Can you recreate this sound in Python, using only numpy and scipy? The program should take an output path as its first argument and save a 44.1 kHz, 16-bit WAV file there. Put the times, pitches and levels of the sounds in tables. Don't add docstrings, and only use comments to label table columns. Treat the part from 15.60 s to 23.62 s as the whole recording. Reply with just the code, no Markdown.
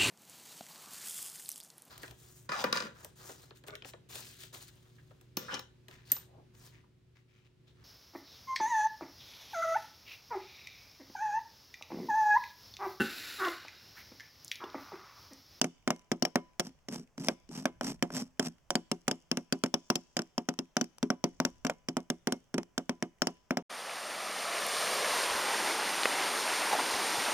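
import sys
import numpy as np
from scipy import signal
from scipy.fft import rfft, irfft, next_fast_len
from scipy.io import wavfile
from scipy.ndimage import map_coordinates

SR = 44100
rng = np.random.default_rng(int(sys.argv[2]) if len(sys.argv) > 2 else 0)


def int16_out(signal):
    q = np.round(np.clip(np.atleast_2d(signal).T, -1, 1) * 32767)
    wavfile.write(sys.argv[1], SR, q.astype(np.int16))


N = 353889
EVENT_N = SR // 3
EVENT_T = np.arange(EVENT_N) / SR


def amp(db):
    return 10 ** (np.asarray(db) / 20)


def unit(x):
    return x / np.sqrt(np.mean(x ** 2) + 1e-20)


def burst(x, blow_s=.02):
    return unit(x) * np.sqrt(blow_s * SR / x.shape[-1])


def along(points, hz):
    freqs, values = np.transpose(points)
    return np.interp(np.log(hz + 1), np.log(freqs), values)


def coloured(x, points, share=1):
    n = x.shape[-1]
    m = 2 * next_fast_len(n // 2 + 2048)
    gain = amp(share * along(points, np.fft.rfftfreq(m, 1 / SR)))
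    cepstrum = irfft(np.log(gain))
    cepstrum[1:m // 2] *= 2
    cepstrum[m // 2 + 1:] = 0
    return irfft(rfft(x, m) * np.exp(rfft(cepstrum)), m)[..., :n]


def pair(n, alike):
    noise = rng.standard_normal((3, n))
    return np.sqrt(alike) * noise[2] + np.sqrt(1 - alike) * noise[:2]


def ticks(per_s, spread_db):
    return (rng.random(N) < per_s / SR) * amp(spread_db * rng.standard_normal(N).clip(-2, 2))


def add(track, start_s, sound):
    part = track[:, max(round(start_s * SR), 0):][:, :sound.shape[-1]]
    part += sound[:, :part.shape[-1]]


def ring(modes, scatter_db, detune, apart_db):
    hz, db, t60 = np.transpose(modes)
    tuning, strength, side = rng.standard_normal((3, len(hz)))
    pitch_hz = hz * (1 + detune * tuning)
    waves = np.cos(2 * np.pi * pitch_hz[:, None] * EVENT_T) * amp(-60 * EVENT_T / t60[:, None])
    return -amp(db + scatter_db * strength + apart_db * np.array([side, -side])) @ waves


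def pushed(x, contact_s, low_hz):
    t = EVENT_T[:256]
    force = t * np.exp(-t / contact_s)
    motion = signal.fftconvolve(x, force[None])[:, :EVENT_N]
    return signal.sosfilt(signal.butter(2, low_hz, "high", fs=SR, output="sos"), motion)


def crushing(crush_s, rattle_db, rattle_t60):
    u = EVENT_T / (crush_s / 2)
    rattle = amp(rattle_db - 60 * EVENT_T / rattle_t60) * (1 - np.exp(-u))
    return u * np.exp(1 - u) + rattle


# freq_hz, gain_db
AIR_SPECTRUM = [(40, -8), (110, -7), (250, -26), (600, -19.5), (1500, -27.5), (3000, -33.5), (4000, -42.5),
                (6000, -31.5), (10000, -46), (15000, -45.5)]

def still_air():
    return amp(-68) * unit(coloured(pair(N, alike=.6), AIR_SPECTRUM))


# freq_hz, gain_db
WIND_SPECTRUM = [(20, -13), (50, -3.5), (85, -6.5), (160, -20.5), (500, -50.5), (2000, -92)]
# time_s, level_db
WIND_LULLS = [(0.0, -80), (2.39, -68.5), (2.57, -76.5), (3.06, -73.5), (5.23, -80), (5.47, -73.5),
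              (7.91, -81), (8.02, -78.5)]

def breeze(above_lulls_db=13.5, gust_db=2.5, gusts_per_s=3.2):
    buffet = unit(coloured(pair(N, alike=.4), WIND_SPECTRUM))
    t = np.arange(N) / SR
    gusts = map_coordinates(rng.standard_normal(int(t[-1] * gusts_per_s) + 4), [t * gusts_per_s])
    lull_db = np.interp(t, *np.transpose(WIND_LULLS))
    return amp(lull_db + above_lulls_db + gust_db * gusts) * buffet


# freq_hz, gain_db
ECHO_SPECTRUM = [(150, -8), (500, 3.5), (1400, -5.5), (3000, -4), (4000, -8), (6000, -9), (10000, -2),
                 (15000, -3.5)]
# freq_hz, t60_s
ECHO_DECAY = [(200, 0.51), (1000, 0.27), (3000, 0.81), (6000, 0.74), (14000, 0.12)]

def garden_echo(x, build_s=.05):
    out, step = np.zeros((2, N)), SR // 4
    for i in range(0, N, step):
        hz, t, noise = signal.stft(rng.standard_normal((2, SR * 2 // 3)), SR, nperseg=256)
        fade = amp(-60 * t / along(ECHO_DECAY, hz)[:, None]) * (1 - np.exp(-t / build_s))
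        tail = unit(signal.istft(noise * fade, SR, nperseg=256)[1])
        tail /= np.sqrt(tail.shape[1])
        add(out, i / SR, signal.fftconvolve(x[:, i:i + step], tail, axes=1))
    return coloured(out, ECHO_SPECTRUM)


# freq_hz, lean_db
PORT_LEAN = [(2500, -0.5), (4400, 0.5), (5600, 2), (7500, -6.5), (10000, -7), (13000, -1.5)]

def ports(x):
    return np.array([coloured(x[0], PORT_LEAN, .96), coloured(x[1], PORT_LEAN, -.91)])


def left_late(x, lag_s):
    m = next_fast_len(N + 4096)
    phase = np.pi * lag_s * np.fft.rfftfreq(m, 1 / SR) * np.array([[-1], [1]])
    return irfft(rfft(x, m) * np.exp(1j * phase), m)[:, :N]


# start_s, level_db
STEEL_SHIMMERS = [(4.141, -68.5), (5.64, -73.5)]

def steel_shimmer(swell_s=.13, impulses_per_s=900):
    impulses = (rng.random(N) < impulses_per_s / SR) * pair(N, alike=.3)
    shimmer = signal.sosfilt(signal.butter(2, [5100, 7200], "band", fs=SR, output="sos"), impulses)
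    envelope = np.zeros((1, N))
    u = np.arange(SR)[None] / SR / swell_s
    for start_s, level_db in STEEL_SHIMMERS:
        add(envelope, start_s, amp(level_db) * u * np.exp(1 - u))
    return envelope * unit(shimmer)


# freq_hz, gain_db
PATTER_SPECTRUM = [(300, -11.5), (1000, -10), (1800, 3.5), (2600, 5.5), (4000, -8.5), (6000, -5),
                   (15000, -21)]

def patter():
    landings = signal.fftconvolve(ticks(per_s=4, spread_db=2), np.exp(-EVENT_T / .0024))[:N]
    return coloured(amp(-56) * landings * pair(N, alike=.6), PATTER_SPECTRUM)


# freq_hz, gain_db
GRIT_SPECTRUM = [(300, -15), (600, 6.5), (1400, -2.5), (2300, -4.5), (3000, -4), (4000, -8.5), (5000, 0),
                 (5750, 6), (6500, -8), (7400, -4.5), (10000, -15.5), (15000, -17.5), (16500, -32)]

def grit(force, alike):
    return ports(coloured(force * pair(len(force), alike), GRIT_SPECTRUM))


# start_s, relative_db
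CHIP_LANDINGS = [(0.362, -46), (0.3934, -49.5), (4.619, -32.5), (4.9391, -43.5), (5.2421, -36.5),
                 (5.383, -40.5), (6.4032, -46), (7.0314, -39)]

def chips():
    out = np.zeros((2, N))
    impact = crushing(.0012, rattle_db=-16, rattle_t60=.03)
    for start_s, relative_db in CHIP_LANDINGS:
        add(out, start_s, amp(relative_db - 13.5) * burst(grit(impact, alike=.3)))
    return out


# pitch_hz, level_db, t60_s
TABLE_MODES = [(172.4, -10, 0.17), (207.1, -6.5, 0.089), (234.9, 0, 0.091), (256.8, -3.5, 0.13),
               (331, -12.5, 0.15), (350.2, -6.5, 0.1), (401, -9, 0.11)]

def table_rumble(drive):
    boards = ring(TABLE_MODES, scatter_db=0, detune=0, apart_db=.7)
    response = unit(pushed(boards, contact_s=.0014, low_hz=178)) / np.sqrt(EVENT_N)
    return signal.fftconvolve(drive, response, axes=1)[:, :N]


def table_thud(over_knock_db):
    boards = ring(TABLE_MODES, scatter_db=1.8, detune=.012, apart_db=1)
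    swell_s = min(.00051 * amp(over_knock_db) ** 2, .006)
    swing = boards * (1 - np.exp(-EVENT_T / swell_s))
    return burst(pushed(swing, contact_s=.00021, low_hz=175))


def stroke(length_s, bite_s=.0043, arch_db=18, lift_db_per_s=418):
    arch = np.sin(np.pi * np.minimum(EVENT_T / length_s, 1))
    lifted_s = np.maximum(EVENT_T - length_s, 0)
    return (1 - np.exp(-EVENT_T / bite_s)) * amp(arch_db * (arch - 1) - lift_db_per_s * lifted_s)


# start_s, length_s, grit_db, rumble_db
PICK_STROKES = [(1.026, 0.072, -50.5, -45.5), (1.288, 0.12, -42, -37), (1.573, 0.15, -43, -37),
                (1.894, 0.15, -42.5, -41.5), (2.217, 0.11, -36, -35.5), (2.515, 0.12, -35, -37.5),
                (2.816, 0.072, -37, -40)]

def scrapes(bite_db=-15, steady_drag=.4):
    pressure, bite = np.zeros((2, 1, N))
    for start_s, length_s, grit_db, rumble_db in PICK_STROKES:
        push = stroke(length_s)[None]
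        add(pressure, start_s, amp(grit_db) * push)
        add(bite, start_s, amp(rumble_db) * push ** 2 / (push ** 2 + amp(bite_db) ** 2))
    slips = ticks(per_s=280, spread_db=5)
    force = steady_drag + signal.fftconvolve(slips, np.exp(-EVENT_T / .002))[:N]
    rasp = pressure * unit(grit(force, alike=.72))
    return rasp + table_rumble(bite * unit(force * rng.standard_normal(N)))


# pitch_hz, level_db, t60_s
BLOCK_MODES = [(556, -3, 0.085), (601, 7, 0.038), (646, 0.5, 0.053), (724.5, 1, 0.095), (902, -3, 0.058),
               (968, -3, 0.035)]
# freq_hz, gain_db
RUBBLE_SPECTRUM = [(80, -38.5), (170, 5), (330, 4.5), (700, 0.5), (1100, -4), (1700, -15.5), (2400, -17.5),
                   (3200, -17), (4200, -27.5), (6000, -28.5), (15000, -49)]

def block_knock():
    block = ring(BLOCK_MODES, scatter_db=2.5, detune=.012, apart_db=3)
    knock = burst(pushed(block, contact_s=.00024, low_hz=365)) * amp([[-1.2], [1.2]])
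    shaking = amp(-60 * EVENT_T / .1) * (1 - np.exp(-EVENT_T / .006))
    rubble = burst(coloured(pair(EVENT_N, alike=.81) * shaking, RUBBLE_SPECTRUM))
    return knock + amp(-6.5) * rubble


# freq_hz, gain_db
CLACK_SPECTRUM = [(300, -11), (800, -5.5), (1150, -6), (1500, -1.5), (2000, -8.5), (2400, -7.5),
                  (3000, -26), (4000, -21.5), (16000, -34)]

def contact_clack(crush_s):
    force = crushing(.56 * crush_s, rattle_db=-13.5, rattle_t60=.045)
    return burst(coloured(pair(EVENT_N, alike=1) * force, CLACK_SPECTRUM))


# pitch_hz, level_db, t60_s
SHAFT_MODES = [(997, -30, .55), (2140, -23, .16), (2360, -24, .06), (2960, -34, .4)]

def shaft_ring():
    return ring(SHAFT_MODES, scatter_db=4, detune=.002, apart_db=2)


# freq_hz, gain_db
CRUNCH_SPECTRUM = [(1000, -24), (2500, -23), (3300, -6), (4000, -20.5), (4700, -2.5), (5300, 6), (5900, 5),
                   (6700, 3.5), (7400, -9), (8300, -4), (10500, -13.5), (15000, -12), (16500, -28)]
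# pitch_hz, level_db, t60_s
HEAD_MODES = [(2700, 0.5, 0.023), (2940, 1, .02), (3075, 8, 0.012), (3300, -10, 0.02)]
# pitch_hz, level_db, t60_s
PICK_MODES = [(4750, -12.5, 0.031), (5455, -9, 0.039), (5740, 5.5, 0.0071), (7160, -5, 0.022)]

def plaster_crunch(side_db, crush_s):
    head = ring(HEAD_MODES, scatter_db=3, detune=.016, apart_db=2)
    pick = ring(PICK_MODES, scatter_db=4, detune=.025, apart_db=2)
    grains = pair(EVENT_N, alike=.28) * crushing(1.114 * crush_s, rattle_db=-35, rattle_t60=.23)
    clink = burst(signal.fftconvolve(grains, head, axes=1)[:, :EVENT_N])
    ping = -burst(signal.fftconvolve(grains, pick, axes=1)[:, :EVENT_N])
    crack = burst(coloured(grains, CRUNCH_SPECTRUM))
    crunch = burst(ports(crack + ping)) * amp([[side_db / 2], [-side_db / 2]])
    return amp(-13) * (crunch + amp(-9) * crumb_spray()) + amp(-18.5) * clink


def crumb_spray(per_s=300, settle_s=.03, spread_db=4):
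    chance = per_s / SR * np.exp(-EVENT_T / settle_s) * (EVENT_T > .008)
    hits = rng.random(EVENT_N) < chance
    sizes = amp(spread_db * rng.standard_normal((2, EVENT_N)).clip(-2, 2))
    return ports(coloured(hits * sizes, CRUNCH_SPECTRUM))


# start_s, crunch_db, thud_db, knock_db, side_db, crush_s
HAMMER_BLOWS = [(0.0143, -12.5, -29.5, -28.5, 5, 0.0017), (0.0425, -28, -29.5, -32, -4.5, 0.0029),
                (0.2756, -26, -27.5, -25.5, -1.5, 0.0027), (0.3041, -22, -29, -25.5, 5, 0.0018),
                (0.5157, -23.5, -26.5, -28, 7, 0.0029), (0.623, -22, -26, -30, 14.5, 0.0027),
                (0.6507, -20.5, -42.5, -29, 11, 0.0024), (0.7566, -25.5, -24, -23.5, 12.5, 0.0019),
                (0.996, -19.5, -34, -31.5, -1.5, 0.0021), (1.0016, -25.5, -34.5, -34, 7.5, 0.0026),
                (1.285, -32.5, -40.5, -41.5, 2, 0.0026), (1.5791, -39.5, -42, -47, 8, 0.0013),
                (1.6845, -19, -28, -25, 7, 0.0016), (1.8903, -48.5, -44.5, -66.5, 7.5, 0.0012),
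                (2.055, -24.5, -28, -25, 0.5, 0.0019), (2.2103, -30.5, -37.5, -30.5, 5, 0.0011),
                (2.4246, -21, -25.5, -26, 2, 0.0019), (2.504, -48.5, -44, -43, 1.5, 0.0019),
                (2.795, -19.5, -26.5, -25.5, 4, 0.0026), (3.1048, -21, -40.5, -29, -7, 0.0014),
                (3.1537, -18.5, -26.5, -26.5, 2.5, 0.0017), (3.3147, -20.5, -29, -32, -0.5, 0.0024),
                (3.4797, -18, -27.5, -25, 1, 0.0021), (3.5118, -20.5, -31, -32.5, 2.5, 0.0019),
                (3.714, -19, -28.5, -31.5, 7.5, 0.0017), (3.7717, -24.5, -31, -34, 4, 0.001),
                (3.924, -19, -26.5, -28.5, 3, 0.0019), (4.0368, -20, -25, -26.5, 3, 0.0017),
                (4.0602, -34, -43, -41, 3.5, 0.0021), (4.1406, -17, -30, -29, 10, 0.0021),
                (4.3009, -18, -26.5, -25, 9, 0.0021), (4.355, -18.5, -33.5, -35, 9, 0.0023),
                (4.567, -20, -33.5, -30.5, 2.5, 0.0025), (4.5914, -24, -31, -31, 5.5, 0.0012),
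                (4.7795, -24, -29.5, -31, 8.5, 0.0018), (4.8872, -22.5, -28.5, -30, 5, 0.0026),
                (4.9889, -24.5, -32, -36.5, 6, 0.0019), (5.1674, -20.5, -28, -26, 8.5, 0.0011),
                (5.2115, -22, -27, -32.5, 12.5, 0.0019), (5.4284, -25.5, -24.5, -31.5, 10.5, 0.001),
                (5.5024, -27, -26, -25.5, 14.5, 0.0019), (5.64, -23, -25, -27.5, 14.5, 0.0016),
                (5.8008, -27.5, -26.5, -26.5, 18, 0.00098), (5.8505, -20.5, -28, -28.5, 14, 0.0013),
                (6.0486, -27.5, -27.5, -30.5, 3, 0.0019), (6.0669, -25.5, -35.5, -33, 3.5, 0.0025),
                (6.097, -29.5, -59.5, -28, 5, 0.0029), (6.2854, -24.5, -32, -35.5, 4.5, 0.0024),
                (6.368, -27.5, -28.5, -29.5, 0, 0.0019), (6.5008, -21, -29, -31.5, -0.5, 0.0019),
                (6.6716, -23, -27, -27, 2.5, 0.0016), (6.7224, -23, -29.5, -32.5, 1.5, 0.0019),
                (6.9415, -30.5, -28, -35, -8.5, 0.0023), (6.9804, -29, -29.5, -30, -2, 0.0023),
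                (7.1786, -22.5, -31, -30.5, 3, 0.0019), (7.2937, -26.5, -28.5, -30, 6.5, 0.0021),
                (7.4247, -26.5, -30, -31, 2.5, 0.0015), (7.6192, -19, -29.5, -25.5, 9, 0.0015),
                (7.67, -21, -30.5, -29.5, 2.5, 0.0019), (7.9073, -33, -27.5, -26, 11.5, 0.0022),
                (7.971, -29, -30.5, -29, 15, 0.0019)]

def hammers():
    out = np.zeros((2, N))
    for start_s, crunch_db, thud_db, knock_db, side_db, crush_s in HAMMER_BLOWS:
        add(out, start_s, amp(thud_db) * table_thud(thud_db - knock_db))
        knock = amp(-5.5) * block_knock() + amp(-6) * contact_clack(crush_s) + amp(-7) * shaft_ring()
        add(out, start_s, amp(knock_db) * knock)
        add(out, start_s, amp(crunch_db) * plaster_crunch(side_db, crush_s))
    return out


def scene():
    work = left_late(hammers() + patter() + chips() + scrapes() + steel_shimmer(), lag_s=.0001)
    return work + amp(-31.5) * garden_echo(work) + still_air() + breeze()


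def record(dry, top_hz=16600):
    thinned = coloured(dry, [(30, -6.0), (95, -15), (135, -2), (300, -1.5)])
    m = next_fast_len(N + SR // 2)
    in_band = np.fft.rfftfreq(m, 1 / SR) < top_hz
    return irfft(rfft(thinned, m) * in_band, m)[:, :N]


dry = scene()
out = record(dry)
int16_out(out)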